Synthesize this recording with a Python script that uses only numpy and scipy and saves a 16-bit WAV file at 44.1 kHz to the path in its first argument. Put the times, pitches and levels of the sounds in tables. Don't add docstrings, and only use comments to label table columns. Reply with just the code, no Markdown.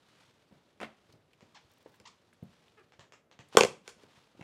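import sys
import numpy as np
from scipy import signal
from scipy.fft import rfft, irfft, next_fast_len
from scipy.io import wavfile
from scipy.ndimage import uniform_filter1d

SR = 44100
rng = np.random.default_rng(int(sys.argv[2]) if len(sys.argv) > 2 else 0)


def unload_audio(sound):
    columns = np.transpose(np.atleast_2d(sound))
    steps = np.round(np.clip(columns, -1, 1) * 32767)
    wavfile.write(sys.argv[1], SR, steps.astype(np.int16))


N = 195627
T = np.arange(SR // 2) / SR

# (frequency [Hz], level [dB])
AIR_SPECTRUM = [(15, -51.5), (25, -13), (111, 4.5), (591, 1), (641, -2), (1160, -10), (1330, -10.5),
                (3820, -22.5), (6740, -28), (14400, -32), (16000, -57)]
# (frequency [Hz], t60 [s])
ROOM_DECAY = [(80, .45), (210, .45), (330, .29), (520, .28), (700, .3), (2500, .29), (7000, .27),
              (11000, .25), (16000, .2)]
# (frequency [Hz], level [dB])
WALL_TONE = [(60, -1), (220, -3), (480, -5), (1000, -3), (4000, -2), (9000, 0.5), (15000, -3)]
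# (time [s], level [dB])
ARM_MOVES = [(0.0, -73.5), (0.08, -68.5), (0.23, -66.5), (0.44, -75.5), (0.56, -73.5), (0.77, -76),
             (1.1, -72), (1.25, -80.5), (1.48, -73.5), (1.9, -72), (2.37, -76), (2.54, -69.5),
             (2.88, -76.5), (3.28, -104), (3.5, -72), (3.83, -79), (4.17, -65.5), (4.34, -74.5)]
# (time [s], level [dB])
SCRAPES = [(3.559, -54), (3.876, -65.5), (4.022, -69.5), (4.405, -72.5)]
# (frequency [Hz], level [dB])
SLEEVE_SPECTRUM = [(50, -19), (120, 1.5), (450, -9.5), (900, 2.5), (2000, -1.5), (3600, -1), (6000, -9),
                   (10000, -17.5), (16000, -32.5)]
# (time [s], level [dB], pitch [Hz])
CASE_BUMPS = [(.511, -56.5, 264), (.524, -52, 170), (1.09, -53, 119), (1.135, -57.5, 124),
              (1.426, -52, 215), (1.86, -44, 493), (2.004, -54.5, 230), (2.426, -37.5, 172),
              (2.99, -52.5, 125), (3.393, -48, 135), (3.551, -29, 402), (3.967, -58.5, 220),
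              (4.036, -53, 380), (4.35, -53.5, 340), (4.394, -46, 326), (4.409, -42, 168)]
# (frequency [Hz], level [dB], t60 [s])
CASE_MODES = [(215, -18.5, .045), (390, -3, 0.023), (483, 1, .026), (706.3, -15.5, 0.048)]
# (frequency [Hz], level [dB])
DRAG_SPECTRUM = [(40, -20.5), (110, 0), (300, -3), (700, -8.5), (2000, -22), (8000, -45)]
# (time [s], relative level [dB], relative bright edge [dB])
CATCH_SLAPS = [(0.8025, -36, -2), (0.813, -32.5, -5), (0.817, -34, -13), (0.8311, -28, -21),
               (4.411, -42, -4)]
# (frequency [Hz], level [dB])
LEVER_SPECTRUM = [(50, -20), (150, -3), (420, 1), (900, 1.5), (1700, -2), (2700, -5.5), (3500, -12),
                  (4500, -21), (8000, -30), (16000, -44)]
# (frequency [Hz], level [dB])
CRACK_SPECTRUM = [(100, -36.5), (3000, -16), (4700, 5.5), (7500, 1), (10000, -7), (12500, -19.5),
                  (16000, -27.5)]
# (time [s], relative level [dB], pitch [Hz])
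NAIL_TICKS = [(1.125, -49.5, 5000), (1.332, -49.5, 2830), (1.862, -52, 1750), (1.941, -50.5, 1720),
              (2.328, -50, 2030), (2.333, -58.5, 9500), (2.434, -58.5, 11600), (2.681, -50.5, 3050),
              (3.486, -55.5, 9200)]
# (time [s], relative level [dB])
LOCK_CLICKS = [(1.408, -50.5), (2.9221, -50), (2.9945, -43.5), (3.027, -57), (3.123, -44), (3.314, -48.5),
               (3.391, -43), (3.527, -44)]
# (frequency [Hz], level [dB])
CLICK_SPECTRUM = [(80, -14.5), (300, -5.5), (520, 4.5), (1000, 1.5), (2400, -1.5), (3300, -5.5),
                  (5200, -11.5), (7200, -13), (9500, -32.5), (16000, -41)]
# (time [s], length [s], start pitch [Hz], end pitch [Hz], level [dB])
PIVOT_SQUEAKS = [(1.545, 0.023, 1211, 610, -56.5), (2.053, 0.013, 838, 1213, -51.5),
                 (2.069, 0.0165, 1270, 1050, -68), (2.77, 0.031, 437, 401, -61)]
SQUEAK_HARMONICS = [-0.5, -6, -4, -5, -8, -8.5, -14]
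# (frequency [Hz], level [dB])
CREASE_SPECTRUM = [(200, -5), (2000, -8), (6000, 1), (11000, -5), (16000, -3)]
# (time [s], level [dB], room tail [dB])
HASP_TAPS = [(1.9999, -58, -12), (3.8776, -43, -4.5), (4.034, -59.5, -25)]
# (frequency [Hz], level [dB], t60 [s])
PLATE_MODES = [(870, -4, 0.032), (1057, -3, 0.037), (1243, -1.5, 0.011), (1538, -5.5, 0.045),
               (1760, -7.5, 0.014), (2310, -1, 0.018), (2704, -3, 0.019), (3290, -0.5, 0.01)]
# (frequency [Hz], level [dB])
CLACK_SPECTRUM = [(50, -28), (250, -11), (800, 9.5), (2600, 5.5), (3500, -12), (4500, -26.5), (16000, -51)]
# (frequency [Hz], level [dB], t60 [s])
STEEL_MODES = [(4390, 5.5, 0.0052), (5200, -5, 0.025), (5400, -10, 0.0077), (6480, -9.5, 0.024),
               (7190, -6, 0.033), (8740, -7.5, 0.011), (10100, -12.5, 0.002)]
# (frequency [Hz], gain [dB])
HASP_RELEASE_TONE = [(40, -11.5), (160, 2), (500, -0.5), (850, -2.5), (1300, -1.5), (2050, 2), (3400, -0.5),
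                     (7000, -3.5), (13000, 1)]
# (frequency [Hz], gain [dB])
HASP_STOP_TONE = [(40, -13.5), (180, 1), (500, -0.5), (1000, -1), (1600, -5), (2400, 5), (3400, 4),
                  (4400, -2.5), (13000, -3)]


def amp(db):
    return 10 ** (np.asarray(db) / 20)


def unit(x):
    return x / np.sqrt(np.mean(x ** 2) + 1e-20)


def blow(x):
    return x * np.sqrt(.002 * SR / np.sum(x ** 2))


def along(points, hz):
    freqs, values = np.transpose(points)
    return np.interp(np.log(hz + 1), np.log(freqs), values)


def fade(t60, t=T):
    return np.exp(-np.log(1000) * t / np.maximum(t60, 1e-4))


def colour(x, points):
    size = 2 * next_fast_len(len(x))
    cepstrum = irfft(np.log(amp(along(points, np.fft.rfftfreq(size, 1 / SR)))))
    cepstrum[1:size // 2] *= 2
    cepstrum[size // 2 + 1:] = 0
    return irfft(rfft(x, size) * np.exp(rfft(cepstrum)))[:len(x)]


def add(track, s, sound):
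    part = track[max(round(s * SR), 0):][:len(sound)]
    part += sound[:len(part)]


def ring(modes, scatter_db):
    out = np.zeros(len(T))
    for k, (hz, db, t60) in enumerate(modes):
        strength = amp(db + scatter_db * rng.standard_normal())
        out += (-1) ** k * strength * fade(t60) * np.sin(2 * np.pi * hz * T)
    return blow(out)


def burst(spectrum, t60, chatter=0.99):
    contact = rng.standard_normal(len(T)) * fade(t60)
    contact *= chatter / np.linalg.norm(contact)
    contact[0] = 1
    return blow(colour(contact, spectrum))


def all_round(x):
    spectrum = rfft(x, 2 * len(x))
    power = np.abs(spectrum) ** 2
    bins = np.arange(len(power))
    low, high = bins * 7 // 8, np.minimum(bins * 9 // 8 + 1, len(bins) - 1)
    total = np.cumsum(power)
    smooth = np.abs(total[high] - total[low]) / (high - low)
    return irfft(spectrum * np.sqrt(smooth / (power + smooth / 20 + 1e-30)))[:len(x)]


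def room(x, tail_db, wall_db):
    hz, t, noise = signal.stft(rng.standard_normal(len(T)), SR, nperseg=256)
    decay = fade(along(ROOM_DECAY, hz)[:, None], t)
    tail = signal.istft(noise * decay, SR, nperseg=256)[1][:len(T)]
    tail = colour(tail * (1 - np.exp(-T / 0.0049)), WALL_TONE)
    answer = amp(tail_db) * tail / np.linalg.norm(tail)
    wall = rng.standard_normal(len(T)) * fade(0.046)
    add(answer, .0125, amp(wall_db) * wall / np.linalg.norm(wall))
    return x + signal.fftconvolve(all_round(x), answer)[:len(x)]


def room_air():
    return amp(-71) * unit(colour(rng.standard_normal(N), AIR_SPECTRUM))


def sliding(scrape_s=0.028):
    t = np.arange(N) / SR
    arms = amp(np.interp(t, *np.transpose(ARM_MOVES)))
    scrapes = sum(amp(db) * np.exp(-((t - s) / scrape_s) ** 2) for s, db in SCRAPES)
    snag_db = 1.8 * unit(uniform_filter1d(rng.standard_normal(N), size=300))
    friction = unit(colour(rng.standard_normal(N), SLEEVE_SPECTRUM))
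    return (arms + scrapes) * amp(snag_db) * friction


def bumps(nudge_count=8, cycles=2.7):
    out = np.zeros(N)
    nudges = [(when * N / SR, -66 + 9.5 * size, 69.6 * 2 ** (2 * pitch))
              for when, size, pitch in rng.random((nudge_count, 3))]
    for s, db, hz in CASE_BUMPS + nudges:
        push = np.sin(2 * np.pi * hz * T) * fade(cycles / hz) * (1 - np.exp(-T * hz)) ** 2
        spectrum = [(hz / 4, -22), (hz, 0), (hz * 2, -7), (hz * 6, -30), (16000, -62)]
        pat = amp(-6.5) * burst(spectrum, t60=0.045, chatter=1.4)
        knock = amp(-10.5) * ring(CASE_MODES, scatter_db=1.0)
        add(out, s, room(amp(db) * (blow(push) + pat + knock), tail_db=-10, wall_db=-13.5))
    for s, _, _ in CASE_BUMPS:
        drag = unit(colour(rng.standard_normal(len(T)), DRAG_SPECTRUM))
        add(out, s, amp(-64) * drag * fade(0.45))
    return out


def side_catch(settle_s=0.0055):
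    out = np.zeros(N)
    lid = amp(-17.5) * np.sin(2 * np.pi * 220 * T) * fade(0.24)
    for s, db, edge_db in CATCH_SLAPS:
        slap = burst(LEVER_SPECTRUM, t60=0.025, chatter=1.83)
        slap += amp(edge_db - 14.5) * burst(CRACK_SPECTRUM, t60=0.016)
        add(slap, settle_s, amp(-8) * burst(LEVER_SPECTRUM, t60=0.011))
        add(out, s, amp(db - 3.5) * (room(slap, tail_db=-6.5, wall_db=-3.5) + lid))
    return out


def nail_ticks():
    out = np.zeros(N)
    for s, db, hz in NAIL_TICKS:
        spectrum = [(hz / 8, -24), (hz / 2, -13), (hz, 0), (hz * 1.4, -15), (hz * 4, -28), (hz * 9, -44)]
        graze = burst(spectrum, t60=0.036, chatter=5.5)
        add(out, s, room(amp(db - 9) * graze, tail_db=-15.5, wall_db=-16))
    return out


def lock_clicks():
    out = np.zeros(N)
    for s, db in LOCK_CLICKS:
        click = amp(db - 6) * burst(CLICK_SPECTRUM, t60=.012, chatter=0.47)
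        add(out, s, room(click, tail_db=2.5, wall_db=-2))
    return out


def handle_squeaks():
    out = np.zeros(N)
    for s, length, start_hz, end_hz, db in PIVOT_SQUEAKS:
        progress = np.clip(T / length, 0, 1)
        glide_hz = start_hz + (end_hz - start_hz) * progress
        jitter = .022 * unit(uniform_filter1d(rng.standard_normal(len(T)), size=60))
        phase = 2 * np.pi * np.cumsum(glide_hz * (1 + jitter)) / SR
        slips = unit(sum(amp(level) * np.sin(k * phase) for k, level in enumerate(SQUEAK_HARMONICS, 1)))
        swell = np.sqrt(4 * progress * (1 - progress))
        add(out, s, room(amp(db) * slips * swell, tail_db=-0.5, wall_db=0.5))
    return out


def creases(start_s=1.68, span_s=.3):
    out = np.zeros(N)
    for when, size in rng.random((28, 2)):
        crackle = burst(CREASE_SPECTRUM, t60=.012, chatter=1.5)
        add(out, start_s + span_s * when, amp(-76 + 12 * size ** 3) * crackle)
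    return out


def hasp(tone, clack_db, knock_db, steel_db, tail_db):
    clack = ring(PLATE_MODES, scatter_db=3.5) + amp(-4) * burst(CLACK_SPECTRUM, t60=0.026, chatter=2.1)
    steel = amp(-2.5) * ring(STEEL_MODES, scatter_db=8) + burst(CRACK_SPECTRUM, t60=0.007, chatter=6.1)
    knock = ring(CASE_MODES, scatter_db=0.5)
    hit = amp(clack_db) * clack + amp(steel_db) * steel + amp(knock_db) * knock
    return room(colour(hit, tone), tail_db, wall_db=tail_db - 0.5)


def hasp_taps():
    out = np.zeros(N)
    for s, db, tail_db in HASP_TAPS:
        tap = hasp(HASP_RELEASE_TONE, clack_db=0, knock_db=-0.5, steel_db=0.5, tail_db=tail_db)
        add(out, s, amp(db) * tap)
    return out


def hasp_snap(s=3.5705, bounces=3, flight_s=.0378, shorten_s=.0117):
    out = np.zeros(N)
    levels_db, loss_db = np.array([0, 3.5, -5]), np.array([7.8, 4.5, 6])
    add(out, s, hasp(HASP_RELEASE_TONE, *levels_db, tail_db=-10))
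    for k in range(bounces):
        s += flight_s - shorten_s * k
        levels_db -= loss_db
        add(out, s, hasp(HASP_STOP_TONE, *levels_db, tail_db=-14))
    return amp(-8) * out


def scene():
    air = room_air()
    latches = hasp_snap() + hasp_taps() + side_catch() + lock_clicks()
    handling = bumps() + nail_ticks() + handle_squeaks() + sliding() + creases()
    return (air + latches + handling)[None]


def record(dry, ceiling=.92, bottom_hz=50, top_hz=15900):
    rounded = dry / (1 + np.abs(dry / ceiling) ** 6) ** (1 / 6)
    lean = signal.sosfilt(signal.butter(2, bottom_hz, "highpass", fs=SR, output="sos"), rounded)
    return signal.sosfilt(signal.ellip(12, .1, 90, top_hz, fs=SR, output="sos"), lean)


dry = scene()
out = record(dry)
unload_audio(out)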